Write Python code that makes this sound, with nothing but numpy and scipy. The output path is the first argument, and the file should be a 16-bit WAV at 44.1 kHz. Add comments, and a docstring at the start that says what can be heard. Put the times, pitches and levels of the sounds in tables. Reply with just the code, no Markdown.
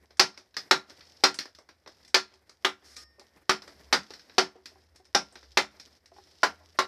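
"""In a small open shed, a carver drives a chisel into a big block of wood with twelve uneven mallet blows.
Each blow cracks, makes the block and the tool ring, and dies quickly between the walls.
In between, chips tick and fall, the blade clinks and scrapes in the cut, wood taps on the block,
and hand and blade rub through the shavings. A faint low hum wavers behind it all."""
import sys
import numpy as np
from scipy import signal
from scipy.fft import rfft, irfft
from scipy.io import wavfile
from scipy.ndimage import uniform_filter1d

SR = 44100
rng = np.random.default_rng(int(sys.argv[2]) if len(sys.argv) > 2 else 0)


def materialize(psi):
    """Save the field psi as 16-bit PCM at rate SR to the path in sys.argv[1].

    A 1-D psi becomes a single channel; in a 2-D psi each row is a channel.
    """
    bounded = np.clip(np.atleast_2d(psi).T, -1, 1)
    quanta = np.round(bounded * 32767).astype(np.int16)
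    wavfile.write(sys.argv[1], SR, quanta)


N = 302967
T = np.arange(int(.6 * SR)) / SR  # seconds since a hit
FFT_SIZE = 65536
HZ = np.maximum(np.arange(FFT_SIZE // 2 + 1) * SR / FFT_SIZE, 1)  # the frequencies a tone curve covers
BLOCK_HZ = 377  # the block's main note

# The mallet blows. Each row: start in seconds, level in dB, boosts in dB for the thud, the block's main
# note, the hollow body and the edge's bright bite, pitch of a narrow peak in the bite in Hz, then the
# tool's low note in Hz, its level in dB, its high note in Hz, its level in dB.
MALLET_BLOWS = [(0.1953, -23.5, 4.5, 2, -1, 2.5, 4670, 792, -14, 1906, -9.5),
                (0.7105, -22.5, 2.5, 2.5, -0.5, -2.5, 3950, 884, -14, 1410, -8),
                (1.2371, -23.5, 4.5, 1.5, 0.5, 1.5, 4705, 779, -10.5, 1208, -17.5),
                (2.1439, -25.5, -1.5, 4.5, -1.5, 3, 4365, 889, -13, 1770, -9),
                (2.6473, -27.0, -3, 4, -2.5, -5, 3490, 1055, -15.5, 1212, -6.5),
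                (3.494, -26.5, 3.5, 4.5, -1.5, -2.5, 4860, 931, -17, 1245, -6.5),
                (3.9266, -24, 6, -11, -2, -2, 4700, 804, -13, 1450, -9.5),
                (4.3816, -25.5, 5, 7, 3, 0, 4900, 809, -11.5, 1440, -14),
                (5.148, -29.5, 6.5, -2, 6, 3, 5450, 808, -4, 1576, -6),
                (5.5721, -25.5, 1, 0.5, 0.5, 0, 4150, 830, -9.5, 2063, -9),
                (6.432, -26, 1, -16, 2.5, -5, 5330, 1015, -5.5, 1462, -12.5),
                (6.7881, -28.5, -0.5, 4, 1.5, -4.5, 4130, 1076, -1, 1155, -6)]


def carving():
    """All the mallet blows, and their faint dull echo from a wall across the yard."""
    out = np.zeros(N)
    for start, db, *character in MALLET_BLOWS:
        add(out, start, undb(db) * blow(*character))
    # trim the deep rumble under the blows
    out = signal.sosfilt(signal.butter(3, 75, "high", fs=SR, output="sos"), out)
    far_wall = colour(later(burst(t60=.15, rise=.002), .168), 20 * (bell(500, 1.5) - 1))
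    return out + undb(-36) * signal.fftconvolve(out, far_wall)[:N]


def blow(thud_db, block_db, body_db, bite_db, bite_hz, low_hz, low_db, high_hz, high_db):
    """One blow: a crack, the ringing block, and two notes of the tool that move with grip and depth."""
    tone_db = thud_db * bell(170, .7) + body_db * bell(660, .45)
    tone_db += bite_db * bell(5200, .7) + 4 * bell(bite_hz, .17)
    crack = wood_crack(tone_db, thud_db)
    block = block_ring(tone_db + block_db * bell(BLOCK_HZ, .15))
    tool = undb(low_db) * ring(low_hz, t60=.12) + undb(high_db) * ring(high_hz, t60=.12)
    return undb(43) * crack + undb(7) * block + undb(13) * tool


# The tone of a blow's crack. Each row: frequency in Hz, level in dB.
CRACK_TONE = [(25, -39), (60, -33), (110, -27), (210, -16), (420, -2), (750, 2), (1600, 2), (2100, 0.5),
              (2700, -4), (3300, -5), (4700, -2.5), (5700, -4.5), (6800, -13.5), (9800, -25),
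              (14000, -34.5)]


def wood_crack(tone_db, thud_db):
    """The mallet knocks the handle; 2 ms later the edge bites and fibres snap; then the shed echoes."""
    # the treble is uneven, with small hills and valleys that change from blow to blow
    uneven_db = 2.8 * patches(width_hz=130) * np.minimum(HZ / 3500, 1)
    wood_db = spectrum(CRACK_TONE) + tone_db + uneven_db
    contact = undb(-6) * later(signal.unit_impulse(len(T)), .0002)
    knock = colour(contact + burst(t60=.07), wood_db - 7 * bell(6600, .35) - 7 * bell(110, 1.3))
    bite = colour(later(burst(t60=.031), .0022), wood_db - 7 * bell(400, 1.6) + 2 * bell(6000, .11))
    snap = colour(later(burst(t60=.0059), .0022), wood_db - 12 * bell(500, 2.7))
    walls = colour(later(burst(t60=.15, rise=.0032), .006), wood_db)
    # the last of the echo is dull, and the bass comes back late
    tail = colour(burst(t60=.43, rise=.02), wood_db - 5 * bell(7000, 1.2))
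    boom = colour(later(burst(t60=.17, rise=.006), .034), wood_db + thud_db - 30 * (1 - bell(155, .8)))
    direct = undb(-3) * knock + undb(-2) * bite + undb(-3.5) * snap
    return direct + undb(-4) * walls + undb(-27) * tail + undb(-1.5) * boom


# The notes block and chisel ring with. Each row: pitch in Hz, level in dB, time to fade in seconds.
BLOCK_NOTES = [(211, -26, 0.29), (290.7, -19.5, 0.23), (376.7, -8.5, 0.18), (537, -16, 0.13),
               (869, -13.5, 0.083), (1240, -9.5, 0.073), (1380, -9.5, 0.2), (1846, -12, 0.061),
               (1928, -11.5, 0.12), (2050, -11.5, 0.14), (2270, -14.5, .14), (3040, -10, 0.043),
               (3580, -10.5, 0.11), (3905, -12.5, .11), (4170, -12.5, 0.044), (4450, -10.5, 0.06),
               (4890, -11, .12), (5300, -13, 0.19), (5780, -15.5, 0.11), (6100, -21.5, 0.065)]


def block_ring(tone_db):
    """Block and chisel ring with many notes at once; each place of the edge mixes them differently."""
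    out = np.zeros(len(T))
    chance = rng.standard_normal((len(BLOCK_NOTES), 2)) * [1.9, .003]
    for (hz, db, t60), (scatter_db, detune) in zip(BLOCK_NOTES, chance):
        db = db + np.interp(hz, HZ, tone_db)
        if abs(hz - BLOCK_HZ) > 50:  # the main note's level is not left to chance
            db += scatter_db
        out += undb(db) * ring(hz * (1 + detune), t60)
    return out


# Ticks of chips and blade. Each row: start in seconds, level in dB, body in dB, brightness in dB.
CHIP_TICKS = [(0.106, -61, 8.5, -8), (0.17, -62, 0, 14), (0.3751, -50, 2, -4), (0.542, -58, -1.5, -11),
              (0.5666, -34, -1.5, -4), (0.902, -54, 4, -6), (1.007, -56, -6, -35), (1.342, -46.5, 1, 13),
              (1.3876, -33.5, -9.5, -5.5), (1.455, -49.5, 8, -5), (1.549, -58, -13, -5),
              (1.586, -56, 12.5, 2), (1.689, -55.5, 5.5, -9), (1.861, -54, 18, -20), (1.874, -51, 9.5, -3),
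              (2.048, -60.5, -14.5, 1), (2.078, -59.5, -6, 8), (2.338, -64, 1.5, 4.5),
              (2.494, -56, 3.5, 3.5), (2.965, -47, -20, 8), (3.195, -55.5, 8.5, 3), (3.62, -51, 2.5, -4),
              (3.677, -51.5, 11, 1), (4.105, -48, 7, -4), (4.136, -49, -10, -7), (4.194, -56.5, -22, -10),
              (4.296, -56.5, 6, -23), (4.6567, -47, -10, 0), (4.959, -60.5, -8.5, 9), (5.052, -64, 2, 5),
              (5.324, -65.5, 1.5, 23.5), (5.355, -50.5, 3.5, -9.5), (5.428, -58.5, 6, -12),
              (5.798, -50, -17, -2.5), (6.058, -60.5, -3.5, 2)]
# The tone of a tick. Each row: frequency in Hz, level in dB.
TICK_TONE = [(60, -26), (300, 3), (900, -4.5), (1800, 2.5), (3000, -6), (4200, 1), (5300, 6.5), (6800, -9),
             (14000, -25.5)]


def chip_ticks():
    """Chips snap and land, the blade knocks in the cut: a short crack and its echo in the shed."""
    out = np.zeros(N)
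    for start, db, body_db, bright_db in CHIP_TICKS:
        tone_db = spectrum(TICK_TONE) + body_db * bell(600, 1) + bright_db * bell(8400, .35)
        tone_db += 2.2 * patches(width_hz=220) * np.minimum(HZ / 1500, 1)
        crack = burst(t60=.031, rise=.00075)
        echo = undb(-2) * burst(t60=.16, rise=.0074)
        tick = colour(crack + echo, tone_db)
        add(out, start, undb(db) * tick / np.std(tick[:int(.04 * SR)]))  # level set by the first 40 ms
    return out


# Clinks of the blade. Each row: start in seconds, level in dB, fade time the grip allows in seconds.
BLADE_CLINKS = [(.34, -50, .12), (.567, -29, .12), (2.966, -45, 8)]
# The notes of the steel. Each row: pitch in Hz, level in dB, time to fade in seconds.
STEEL_NOTES = [(1233, -7, .3), (1836, -17, 2.0), (4199, -6, .15), (4899, -11, .5), (5270, -3, .16),
               (5410, -3, .45)]


def blade_clinks():
    """The steel blade rings, more briefly when it is held tight."""
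    out = np.zeros(N)
    for start, db, grip_t60 in BLADE_CLINKS:
        steel = sum(undb(note_db) * ring(hz, t60, rise=.0039) for hz, note_db, t60 in STEEL_NOTES)
        add(out, start, undb(db) * steel * fade(grip_t60))
    return out


# Soft taps of wood on the block. Each row: start in seconds, pitch in Hz, level in dB.
WOOD_TAPS = [(3.183, 570, -51), (3.214, 808, -51.5), (4.556, 452, -48), (4.716, 648, -56.5),
             (4.757, 776, -53), (4.999, 750, -54), (6.118, 682, -49.5), (6.163, 820, -51),
             (6.184, 807, -47)]


def wood_taps():
    """Each tap scuffs, sounds a hollow note and wakes the block's main note."""
    out = np.zeros(N)
    for start, hz, db in WOOD_TAPS:
        scuff = undb(32) * colour(burst(t60=.076), 40 * (bell(hz, 1.46) - 1))
        hollow = ring(hz, t60=.076, rise=.0013)
        block = undb(-7.5) * ring(BLOCK_HZ, t60=.26)
        add(out, start, undb(db) * (hollow + block + scuff))
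    return out


# Strokes through the shavings. Each row: start in seconds, length in seconds, hiss in dB, rustle in dB.
SHAVING_STROKES = [(0.597, 0.084, -67, -58), (0.86, 0.38, -63.5, -65), (1.899, 0.18, -69.5, -70.5),
                   (2.791, 0.23, -73.5, -72), (3.195, .22, -80, -69.5), (3.62, 0.27, -66, -60),
                   (4.004, 0.38, -65, -63.5), (4.675, 0.16, -72.5, -68), (5.247, .32, -67.5, -70.5),
                   (5.698, 0.26, -67.5, -66), (6.124, 0.37, -63.5, -67.5), (6.535, 0.24, -71, -68.5)]
# The tones of the shavings' bright hiss and lower rustle. Each row: frequency in Hz, level in dB.
HISS_TONE = [(1500, -23), (3000, -7), (4200, -2.5), (5300, 4), (6600, -12.5), (9000, -20), (14000, -28)]
RUSTLE_TONE = [(40, -8), (130, -1.5), (350, 2.5), (700, -0.5), (1200, -7), (2000, -3.5), (3000, -17.5),
               (6000, -22)]


def shavings(snaps_per_second=22):
    """Hand and blade rub over the shavings, which hiss and rustle while single fibres snap."""
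    hiss_gain, rustle_gain = undb(-78.5), undb(-72)  # the quiet between strokes
    for start, length, hiss_db, rustle_db in SHAVING_STROKES:
        end = start + length
        push = np.interp(np.arange(N) / SR, [start, start + .02, end, end + .045], [0, 1, 1, 0])
        hiss_gain = np.hypot(hiss_gain, undb(hiss_db) * push)
        rustle_gain = np.hypot(rustle_gain, undb(rustle_db) * push)
    hiss = unit(colour(grains(spread_db=2.7, per_second=130), spectrum(HISS_TONE)))
    rustle = unit(colour(grains(spread_db=2.8, per_second=60), spectrum(RUSTLE_TONE)))
    snap_moments = rng.random(N) < snaps_per_second / SR
    snap_sizes = undb(4 * np.minimum(rng.exponential(size=N), 3))
    snaps = signal.fftconvolve(snap_moments * snap_sizes, burst(t60=.0062) + .58 * burst(t60=.1))[:N]
    crackle = unit(colour(snaps, spectrum(HISS_TONE) + 2 * bell(10000, .7)))
    return hiss_gain * (hiss + undb(-3) * crackle) + rustle_gain * rustle


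# Drags of the blade. Each row: start in seconds, length in seconds, level in dB.
BLADE_DRAGS = [(2.835, .13, -56.5), (2.952, 0.094, -53.5)]


def blade_drags():
    """The blade drags along the wood with a fine scrape, brighter in tone than a tick."""
    out = np.zeros(N)
    tone_db = spectrum(TICK_TONE) + 9 * bell(11000, .67)
    scrape = unit(colour(grains(spread_db=.5, per_second=590), tone_db))
    for start, length, db in BLADE_DRAGS:
        n = int(length * SR)
        add(out, start, undb(db) * scrape[:n] * signal.windows.tukey(n, .3))
    return out


# How the hum swells and fades. Each row: time in seconds, lower tone in dB, upper tone in dB.
HUM_LEVELS = [(0.0, -85.5, -73), (0.5, -88, -90.5), (1.09, -94.5, -77.5), (1.3, -85, -74), (1.72, -92, -82),
              (2.16, -79, -85), (2.58, -87, -89), (2.93, -68, -96), (3.16, -74, -98), (3.42, -86, -93),
              (3.88, -70.5, -74), (4.15, -75, -87.5), (4.71, -86, -73.5), (5.2, -69.5, -84.5),
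              (5.83, -74, -73), (6.37, -78.5, -76), (6.87, -79, -66)]


def hum(lower_hz=68.5, upper_hz=81):
    """Two close low tones waver in pitch and strength over a soft rumble."""
    rumble_db = 22 * (bell(78, .43) - 1) - 20 * np.minimum(HZ / 2000, 1)
    out = undb(-75.5) * unit(colour(rng.standard_normal(N), rumble_db))
    times, *levels = np.transpose(HUM_LEVELS)
    for hz, level in zip((lower_hz, upper_hz), levels):
        pitch = hz * (1 + .028 * waver(per_second=7))
        tone = np.sqrt(2) * np.sin(2 * np.pi * np.cumsum(pitch) / SR)
        db = np.interp(np.arange(N) / SR, times, level) + 4.8 * waver(per_second=7)
        out += undb(db) * tone
    return out


def undb(db):
    """Turn decibels into a number to multiply by."""
    return 10 ** (np.asarray(db) / 20)


def unit(x):
    """Scale a sound to an average strength (rms) of 1."""
    return x / np.sqrt(np.mean(x ** 2))


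def add(track, start, sound):
    """Mix a sound into the track, start seconds in."""
    i = int(start * SR)
    track[i:i + len(sound)] += sound[:N - i]


def later(x, seconds):
    """The same sound, delayed."""
    return np.pad(x, (int(seconds * SR), 0))[:len(x)]


def fade(t60):
    """A fade that is 60 dB down after t60 seconds."""
    return np.exp(-np.log(1000) * T / t60)


def ring(hz, t60, rise=.00033):
    """One struck note that rises quickly and fades."""
    return np.sin(2 * np.pi * (hz * T + rng.random())) * fade(t60) * (1 - np.exp(-T / rise))


def burst(t60, rise=.0001):
    """A fading puff of noise with a total energy of 1."""
    x = rng.standard_normal(len(T)) * fade(t60) * (1 - np.exp(-T / rise))
    return x / np.sqrt(np.sum(x ** 2))


def grains(spread_db, per_second):
    """Noise whose strength jumps at random, as fibres catch and let go."""
    hold = int(SR / per_second)
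    sizes = undb(spread_db * np.minimum(rng.exponential(size=N // hold + 1), 5))
    return rng.standard_normal(N) * uniform_filter1d(np.repeat(sizes, hold)[:N], hold)


def waver(per_second):
    """A slow random drift, about 1 in size."""
    hold = int(SR / per_second)
    steps = np.repeat(rng.standard_normal(N // hold + 1), hold)
    return unit(uniform_filter1d(steps, hold)[:N])


def spectrum(points):
    """Join (Hz, dB) points into a tone curve: a level for every frequency."""
    hz, db = np.transpose(points)
    return np.interp(np.log(HZ), np.log(hz), db)


def bell(hz, octaves):
    """A smooth bump of height 1 around hz, for a tone curve."""
    return np.exp(-.5 * (np.log2(HZ / hz) / octaves) ** 2)


def patches(width_hz):
    """Random hills and valleys for a tone curve, about 1 in size."""
    knots = np.arange(0, SR / 2 + width_hz, width_hz)
    return np.interp(HZ, knots, rng.standard_normal(FFT_SIZE // 16)[:len(knots)])


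def colour(x, db):
    """Filter a sound so each frequency is raised or lowered as the tone curve says."""
    cepstrum = irfft(np.log(undb(db)))
    # folding the second half onto the first keeps the filter from sounding before the hit
    cepstrum[1:FFT_SIZE // 2] *= 2
    cepstrum[FFT_SIZE // 2 + 1:] = 0
    response = irfft(np.exp(rfft(cepstrum)))[:FFT_SIZE // 16]
    return signal.fftconvolve(x, response)[:len(x)]


def scene():
    """Everything as heard from just above the block, in one channel."""
    return (carving() + chip_ticks() + blade_clinks() + wood_taps() + shavings() + blade_drags() + hum())[None]


def record(dry):
    """The microphone rounds the sharpest peaks and cuts the deepest bass and the highest treble."""
    ceiling, low_cut_hz, high_cut_hz = .75, 36, 14000
    rounded = ceiling * np.tanh(dry / ceiling)
    rounded = signal.sosfilt(signal.butter(2, low_cut_hz, "high", fs=SR, output="sos"), rounded)
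    return signal.sosfilt(signal.ellip(10, .2, 70, high_cut_hz, fs=SR, output="sos"), rounded)


dry = scene()
out = record(dry)
materialize(out)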